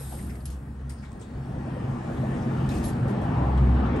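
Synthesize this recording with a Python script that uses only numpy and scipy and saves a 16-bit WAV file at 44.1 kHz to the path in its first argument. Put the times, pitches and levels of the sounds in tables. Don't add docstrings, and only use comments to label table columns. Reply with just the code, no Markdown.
import sys
import numpy as np
from scipy import signal
from scipy.fft import rfft, irfft, next_fast_len
from scipy.io import wavfile
from scipy.ndimage import uniform_filter1d

SR = 44100
rng = np.random.default_rng(int(sys.argv[2]) if len(sys.argv) > 2 else 0)


def how_loud(loudness_db):
    steps = np.asarray(loudness_db, float) / 20
    return 10 ** steps


def store_pcm(level_fs):
    pcm = np.round(np.clip(level_fs, -1, 1) * 32767).astype(np.int16)
    wavfile.write(sys.argv[1], SR, np.atleast_2d(pcm).T)


N = 176400
BIG_KEY_HZ = 11058


def evened(x):
    return x / np.sqrt(np.mean(x ** 2) + 1e-20)


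def read(points, hz):
    f, value = np.transpose(points)
    return np.interp(np.log(hz + 1), np.log(f + 1), value)


def drift(rate, size=N):
    t = np.arange(0, size + 64, 64) / SR
    slow = 0
    for f in np.geomspace(rate / 20, rate, 20):
        slow = slow + np.sin(2 * np.pi * (f * t + rng.random())) / np.sqrt(f)
    return np.interp(np.arange(size) / SR, t, evened(slow))


def resonate(x, hz, width):
    turn = np.exp(2j * np.pi * hz * np.arange(x.shape[-1]) / SR)
    r = np.exp(-np.pi * width / SR)
    return 2 * (turn * signal.lfilter([1 - r], [1, -r], x / turn)).real


def narrowband(noise, hz, width, second_width=None):
    once = resonate(noise, hz, width)
    return evened(resonate(once, hz, second_width or width))


def wash(spectrum, patchy_db):
    frames, hz = N // 512 + 6, np.fft.rfftfreq(2048, 1 / SR)
    a, b, c, d, patches = rng.standard_normal((frames, 1025, 5)).T
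    patches = uniform_filter1d(patches, size=20, axis=0)
    patches = evened(uniform_filter1d(patches, size=8, axis=1))
    inside = (hz > spectrum[0][0] / 2)[:, None]
    gain = how_loud(read(spectrum, hz)[:, None] + patchy_db * patches) * inside
    z = np.array([a + 1j * b, c + 1j * d]) * gain
    return evened(signal.istft(z, nperseg=2048, noverlap=1536)[1][:, :N])


def add(mix, s, sound):
    part = mix[:, round(s * SR):][:, :sound.shape[1]]
    part += sound[:, :part.shape[1]]


# (start [s], end [s])
WHISTLE_ON = [(.27, .41), (.55, 1.06), (1.08, 1.56), (1.58, 1.66), (1.72, 1.79), (2.04, 2.22), (2.29, 2.33),
              (2.59, 2.68), (2.97, 3.1), (3.31, 3.35), (3.4, 3.65), (3.72, 3.9)]


def whistle():
    hz, level_db = 15695, -88
    t = np.arange(N) / SR
    on = sum(np.clip(np.minimum(t - a, b - t) / .015, 0, 1) for a, b in WHISTLE_ON)
    return how_loud(level_db) * on * narrowband(rng.standard_normal(N), hz, 60)


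# (frequency [Hz], level per Hz [dB])
LOBBY = [(15, -33), (25, 8), (76, -9), (149, -11.5), (236, -16), (619, -32), (828, -24.5), (1880, -32),
         (2050, -39.5), (8000, -72), (10400, -95), (17600, -120)]


def lobby():
    return how_loud(-44 + .3 * drift(6.8)) * wash(LOBBY, patchy_db=2.0)


# (frequency [Hz], level per Hz [dB])
AIR = [(3000, -1.5), (6500, -4), (8200, -2.5), (9300, -4), (10600, -0.5), (11400, -8), (12000, -17),
       (13000, -48)]
# (time [s], level [dB])
HISS = [(0, -18), (.8, -6.5), (1.35, -3.5), (1.85, -1.5), (2.3, 2.5), (2.7, 2), (3.2, -1.5), (3.64, -2.5),
        (4, -8)]


def air():
    hiss_db = np.interp(np.arange(N) / SR, *np.transpose(HISS))
    return how_loud(-61.5 + hiss_db + 0.28 * drift(5.34)) * wash(AIR, patchy_db=-2.5)


# (frequency [Hz], level per Hz [dB])
SLEEVE = [(1500, -6), (4000, -6.5), (6500, -8.5), (8500, 2), (9600, 3.5), (11200, 3.5), (12600, -2),
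          (13300, -38)]


def sleeve():
    hold_s, fade_db_per_s = 0.14, 44.5
    fade_db = fade_db_per_s * np.maximum(np.arange(N) / SR - hold_s, 0)
    return how_loud(-47 - fade_db + .8 * drift(40)) * wash(SLEEVE, patchy_db=1.5)


def roller_whine():
    start_s, end_s, hz, level_db = 1.25, 1.47, 4480, -76
    t = np.arange(N) / SR
    rolling = np.clip(np.minimum(t - start_s, end_s - t) / 0.01, 0, 1)
    return how_loud(level_db) * rolling * evened(resonate(rng.standard_normal((2, N)), hz, 90))


# (time [s], street [dB], engine first order [dB], engine second order [dB], porch boom [dB])
OUTSIDE = [(0, -18, -38.5, -40, -17.5), (.25, -15, -37.5, -47, -9.5), (.5, -20, -35, -45.5, -17),
           (.85, -21, -36, -44.5, -12.5), (1.27, -17, -42, -53.5, -17.5), (1.43, -14, -42.5, -35.5, -14.5),
           (1.62, -9.5, -37, -39, -10), (1.9, -7, -55, -35.5, -4.5), (2.3, -3.5, -54, -34.5, -4.5),
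           (2.65, -2.5, -43, -30, -5.5), (2.82, -3, -35, -39, -1), (3.0, -3.5, -34, -27.5, -1),
           (3.2, -1, -31, -36, -2.5), (3.349, -3, -33, -26.5, -4.5), (3.5, -3, -28, -32.5, -2),
           (3.65, -0.5, -20.5, -28.5, 5.5), (3.87, 1, -29.5, -42, 2.5), (4, 2, -30.5, -28.5, -10.5)]


def outside(column):
    rows = np.array(OUTSIDE)
    return np.interp(np.arange(N) / SR, rows[:, 0], rows[:, column])


# (frequency [Hz], level per Hz [dB])
STREET = [(15, -46), (25, -10), (69, -2), (181, -3.5), (230, -4.5), (523, -14.5), (1130, -23), (1880, -31),
          (2050, -31.5), (3400, -42.5), (8000, -66.5), (10400, -96), (17600, -120)]


def street():
    return how_loud(-25.5 + outside(column=1) + .7 * drift(6)) * wash(STREET, patchy_db=1.8)


# (frequency [Hz], width [Hz], level [dB])
BOOMS = [(114.6, 18, -35.5), (179.5, 27.6, -40.5), (208.1, 14, -37), (237.3, 21, -36.5),
         (330.7, 13.2, -44.5), (777, 174, -42.5), (1750, 180, -54)]


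def porch():
    low_db, high_db = outside(column=4), outside(column=1)
    total = 0
    for hz, width, db in BOOMS:
        opening_db = low_db if hz < 300 else high_db
        boom = narrowband(rng.standard_normal((2, N)), hz, width * 1.48)
        total = total + how_loud(db + opening_db + drift(4.5)) * boom
    return total


def engine():
    idle_hz, waver_hz, fuzz_width_hz, fuzz_share = 65.76, 0.791, 8.9, 0.51
    turns = np.cumsum(idle_hz + waver_hz * drift(2.99)) / SR
    out = 0
    for order in (1, 2):
        fuzz = narrowband(rng.standard_normal(N), order * idle_hz, fuzz_width_hz * order)
        line = np.sin(2 * np.pi * order * turns)
        out = out + how_loud(outside(column=order + 1)) * evened(line + fuzz_share * fuzz)
    return np.array([out, 0 * out])


def car():
    closest_s, half_width_s, tyre_hz, level_db = 3.42, 0.18, 800, -35
    near = 1 / (1 + ((np.arange(N) / SR - closest_s) / half_width_s) ** 2)
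    return how_loud(level_db) * near * narrowband(rng.standard_normal((2, N)), tyre_hz, 490, 400)


# (time [s], level [dB], frequency [Hz])
THUDS = [(.0, -43, 486), (.116, -36.5, 754), (.13, -40, 520), (0.172, -38, 297), (0.302, -38, 200),
         (0.371, -35.5, 233), (0.679, -35.5, 198), (1.03, -51, 1300), (1.2, -44, 410), (1.66, -38.5, 680),
         (1.76, -38, 480), (2.227, -30, 547), (3.692, -39, 700)]


def thud(s, db, hz):
    t, t60 = np.arange(SR // 4) / SR, .14
    body = narrowband(rng.standard_normal((2, len(t))), hz, hz * .35)
    return s, np.minimum(t / .01, 1) * how_loud(db - 60 * t / t60) * body


# (time [s], level [dB], centre [Hz], T60 [s], rise [s])
SCUFFS = [(0.184, -50.5, 1980, 0.14, .006), (0.294, -51.5, 2170, 0.2, 0.0032), (0.296, -61, 5200, .1, .003),
          (0.351, -52, 2080, .08, .003), (.352, -64, 4600, .05, .002), (.402, -63, 4400, .08, .004),
          (0.894, -49, 9000, 0.25, .003), (0.894, -54, 7900, .1, .003), (0.893, -58, 5050, 0.26, 0.0027),
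          (.896, -61, 6800, .2, .004), (.896, -60, 11700, 0.12, .003), (.897, -55, 2000, 0.19, 0.0045),
          (.96, -64.5, 4800, .3, 0.032), (1.02, -53, 2130, 0.26, 0.015), (1.045, -62, 3660, 0.24, .006),
          (1.118, -54, 8000, 0.011, 0.00086), (1.118, -57, 5450, .012, .001),
          (1.129, -57, 8100, .015, 0.00092), (1.194, -61, 8800, 0.054, .003), (1.195, -64, 5040, .08, .004),
          (1.207, -55, 7600, 0.18, 0.0022), (1.213, -59.5, 3600, 0.31, .006),
          (1.211, -61, 6000, .15, 0.0037), (2.17, -61, 3500, 0.14, .004), (2.421, -61, 5550, .15, .004),
          (2.658, -53, 3020, 0.091, .004), (2.69, -49, 3840, 0.14, .004), (2.7, -49, 2570, 0.56, 0.018),
          (2.77, -55, 4600, .06, .003), (2.841, -52, 3740, 0.16, .004), (2.933, -56, 4500, 0.018, .001),
          (2.94, -60, 2580, .5, 0.018), (3.075, -65, 5900, .12, .004), (3.571, -50.5, 3000, 0.12, 0.0068),
          (3.575, -73, 8600, .1, .005), (3.849, -57.5, 3500, 0.21, 0.011), (3.956, -52, 2800, 0.16, 0.0072),
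          (3.96, -67, 8200, .1, .006)]


def scuff(s, db, hz, t60, rise):
    spread, wide_db = .08, -7
    t = np.arange(SR // 4) / SR
    noise = rng.standard_normal((2, len(t)))
    band = narrowband(noise, hz, 400 + hz * spread, 1200 + hz * spread * 2)
    wide = evened(signal.lfilter(*signal.butter(3, [1500, 9800], "bandpass", fs=SR), noise))
    envelope = np.minimum(t / rise, 1) * how_loud(db - 60 * np.maximum(t - rise, 0) / t60)
    return s, envelope * (band + how_loud(wide_db) * wide)


def singing():
    start_s, end_s, level_db = 2.851, 2.906, -48
    t = np.arange(SR // 5) / SR
    after = t - end_s + start_s
    fall_db = -14 * np.clip(after / .004, 0, 1) - 250 * np.maximum(after, 0)
    level = how_loud(level_db + fall_db + 1.5 * drift(80, size=len(t)))
    tone = np.minimum(t / .006, 1) * level * np.sin(2 * np.pi * BIG_KEY_HZ * t)
    return start_s, np.array([tone, tone])


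# (frequency [Hz], level [dB], T60 [s])
KEYS = [(4200, -10, .035), (5165, -11, .05), (6400, -12, .04), (7040, -11, .05), (7600, -9, .04),
        (8300, -9, .06), (8760, -10, .04), (9100, -9, .05), (10800, -9, .04), (11500, -10, .04),
        (11900, -12, .04)]
# (time [s], length [s], level [dB], big key level [dB], snap of the first clink [ratio])
JINGLES = [
    (0.4553, 0.0049, -52.5, -42, 0.76),
    (0.48, 0.012, -66, -65, .6),
    (0.502, 0.029, -59.5, -57, 1),
    (2.69, 0.033, -56, -70, 1.1),
    (2.739, 0.047, -54.5, -60, .15),
    (2.799, .025, -62, -66, .1),
    (2.83, 0.03, -55.5, -70, .3),
    (2.84, 0.056, -53.5, -42.5, .3),
    (3.08, 0.024, -62.5, -58, .3),
    (3.215, 0.032, -67, -77, .4),
]


def jingle(s, length, db, big_db, snap):
    clinks_per_s, scrape_db, scrape_t60 = 500, 13, .2
    t = np.arange(SR // 4) / SR
    pick_db = rng.uniform(-6, 3, len(KEYS))
    modes = [(hz, level + db + p, t60) for (hz, level, t60), p in zip(KEYS, pick_db)]
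    modes.append((BIG_KEY_HZ, big_db, .07))
    shape = (len(modes), len(t))
    hits = (t < length) * (rng.random(shape) < clinks_per_s / SR) * rng.normal(0, 0.57, shape)
    hits[:, 0] = 1
    ring = 0
    for hit, (hz, level, t60) in zip(hits, modes):
        mode = how_loud(level - 60 * t / t60) * np.sin(2 * np.pi * hz * t)
        ring = ring + signal.oaconvolve(hit, mode)[:len(t)]
    metal_band = signal.butter(4, [2000, 11500], "bandpass", fs=SR, output="sos")
    noise = signal.sosfilt(metal_band, rng.standard_normal((2, len(t))))
    scrape = how_loud(db + scrape_db - 60 * np.maximum(t - length, 0) / scrape_t60)
    scrape = scrape * (.5 + snap * np.exp(-t / 0.0023))
    return s, ring + scrape * noise


# (frequency [Hz], likeness [ratio])
SAME = [(150, .997), (300, .96), (450, .82), (700, .6), (1050, .35), (1500, .65), (2200, .4), (4500, .5),
        (7000, .5)]
# (frequency [Hz], lead [rad])
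LEAD = [(450, -1.12), (700, -1), (950, -1.88), (1100, 0.03), (1750, 0.9), (2050, -2.5), (3500, 0.5),
        (7600, -1.23)]
# (frequency [Hz], level [dB])
TILT = [(300, .3), (450, -.3), (950, 4.5), (1800, 0), (2400, 4.5), (4000, 2.5), (5200, 5), (6500, 2.5),
        (8300, .2)]


def ports(pair):
    alike_from_hz, alike_to_hz, turn_from_hz, turn_to_hz = 7200, 8500, 8550, 11850
    size = next_fast_len(N + 4096)
    hz, (a, b) = np.fft.rfftfreq(size, 1 / SR), rfft(pair, size)
    same = np.clip(read(SAME, hz), 0, 1)
    same = same + (1 - same) * np.clip((hz - alike_from_hz) / (alike_to_hz - alike_from_hz), 0, 1)
    sweep = np.clip((hz - turn_from_hz) / (turn_to_hz - turn_from_hz), 0, 1)
    lead = read(LEAD, hz) * np.clip(hz / 450, 0, 1) ** 2 * np.clip((turn_from_hz - hz) / 900, 0, 1)
    lead = lead + 2 * np.pi * sweep
    right = (same * a + np.sqrt(1 - same ** 2) * b) * np.exp(1j * lead)
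    tilt = how_loud(read(TILT, hz) / 2)
    return irfft(np.array([a * tilt, right / tilt]), size)[:, :N]


def scene():
    near = lobby() + air() + sleeve() + roller_whine()
    near = near + street() + porch() + engine() + car()
    add(near, *singing())
    for make, rows in ((thud, THUDS), (scuff, SCUFFS), (jingle, JINGLES)):
        for row in rows:
            add(near, *make(*row))
    return ports(near)


def gate(x):
    gate_db, follow, from_hz, sparse = -117, .22, 5500, 0.048
    mid_side = np.array([x[0] + x[1], x[0] - x[1]]) / 2
    hz, _, z = signal.stft(mid_side, SR, "cosine", 2048, scaling="psd", boundary="even")
    power = (abs(z[:, :1024]) ** 2).reshape(2, 64, 16, -1)
    bands_db = 10 * np.log10(power.mean(2) + 1e-20)
    loud_db = 10 * np.log10((abs(z[0]) ** 2).sum(0) * 2 * hz[1] + 1e-20)
    threshold_db = gate_db + follow * (loud_db + 30) + 1.5 * rng.standard_normal(bands_db.shape)
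    keep = np.repeat(bands_db > threshold_db, 16, axis=1) | (hz[:1024, None] < from_hz)
    keep = np.pad(keep, ((0, 0), (0, 1), (0, 0)))
    around = abs(uniform_filter1d(abs(z), size=16, axis=1)) + 1e-9
    peaky = (abs(z) / around) ** (2 * sparse)
    mid, side = signal.istft(z * peaky * keep, SR, "cosine", 2048, scaling="psd")[1][:, :N]
    return np.array([mid + side, mid - side])


def top_cut(x):
    return signal.sosfilt(signal.butter(12, 15770, fs=SR, output="sos"), x)


def record(dry):
    cut = signal.sosfiltfilt(signal.butter(14, 12150, fs=SR, output="sos"), dry)
    cut = signal.sosfilt(signal.butter(2, 50.4, "highpass", fs=SR, output="sos"), cut)
    cut = cut * np.minimum((N - np.arange(N)) / 120, 1)
    return top_cut(gate(cut) + whistle())


dry = scene()
out = record(dry)
store_pcm(out)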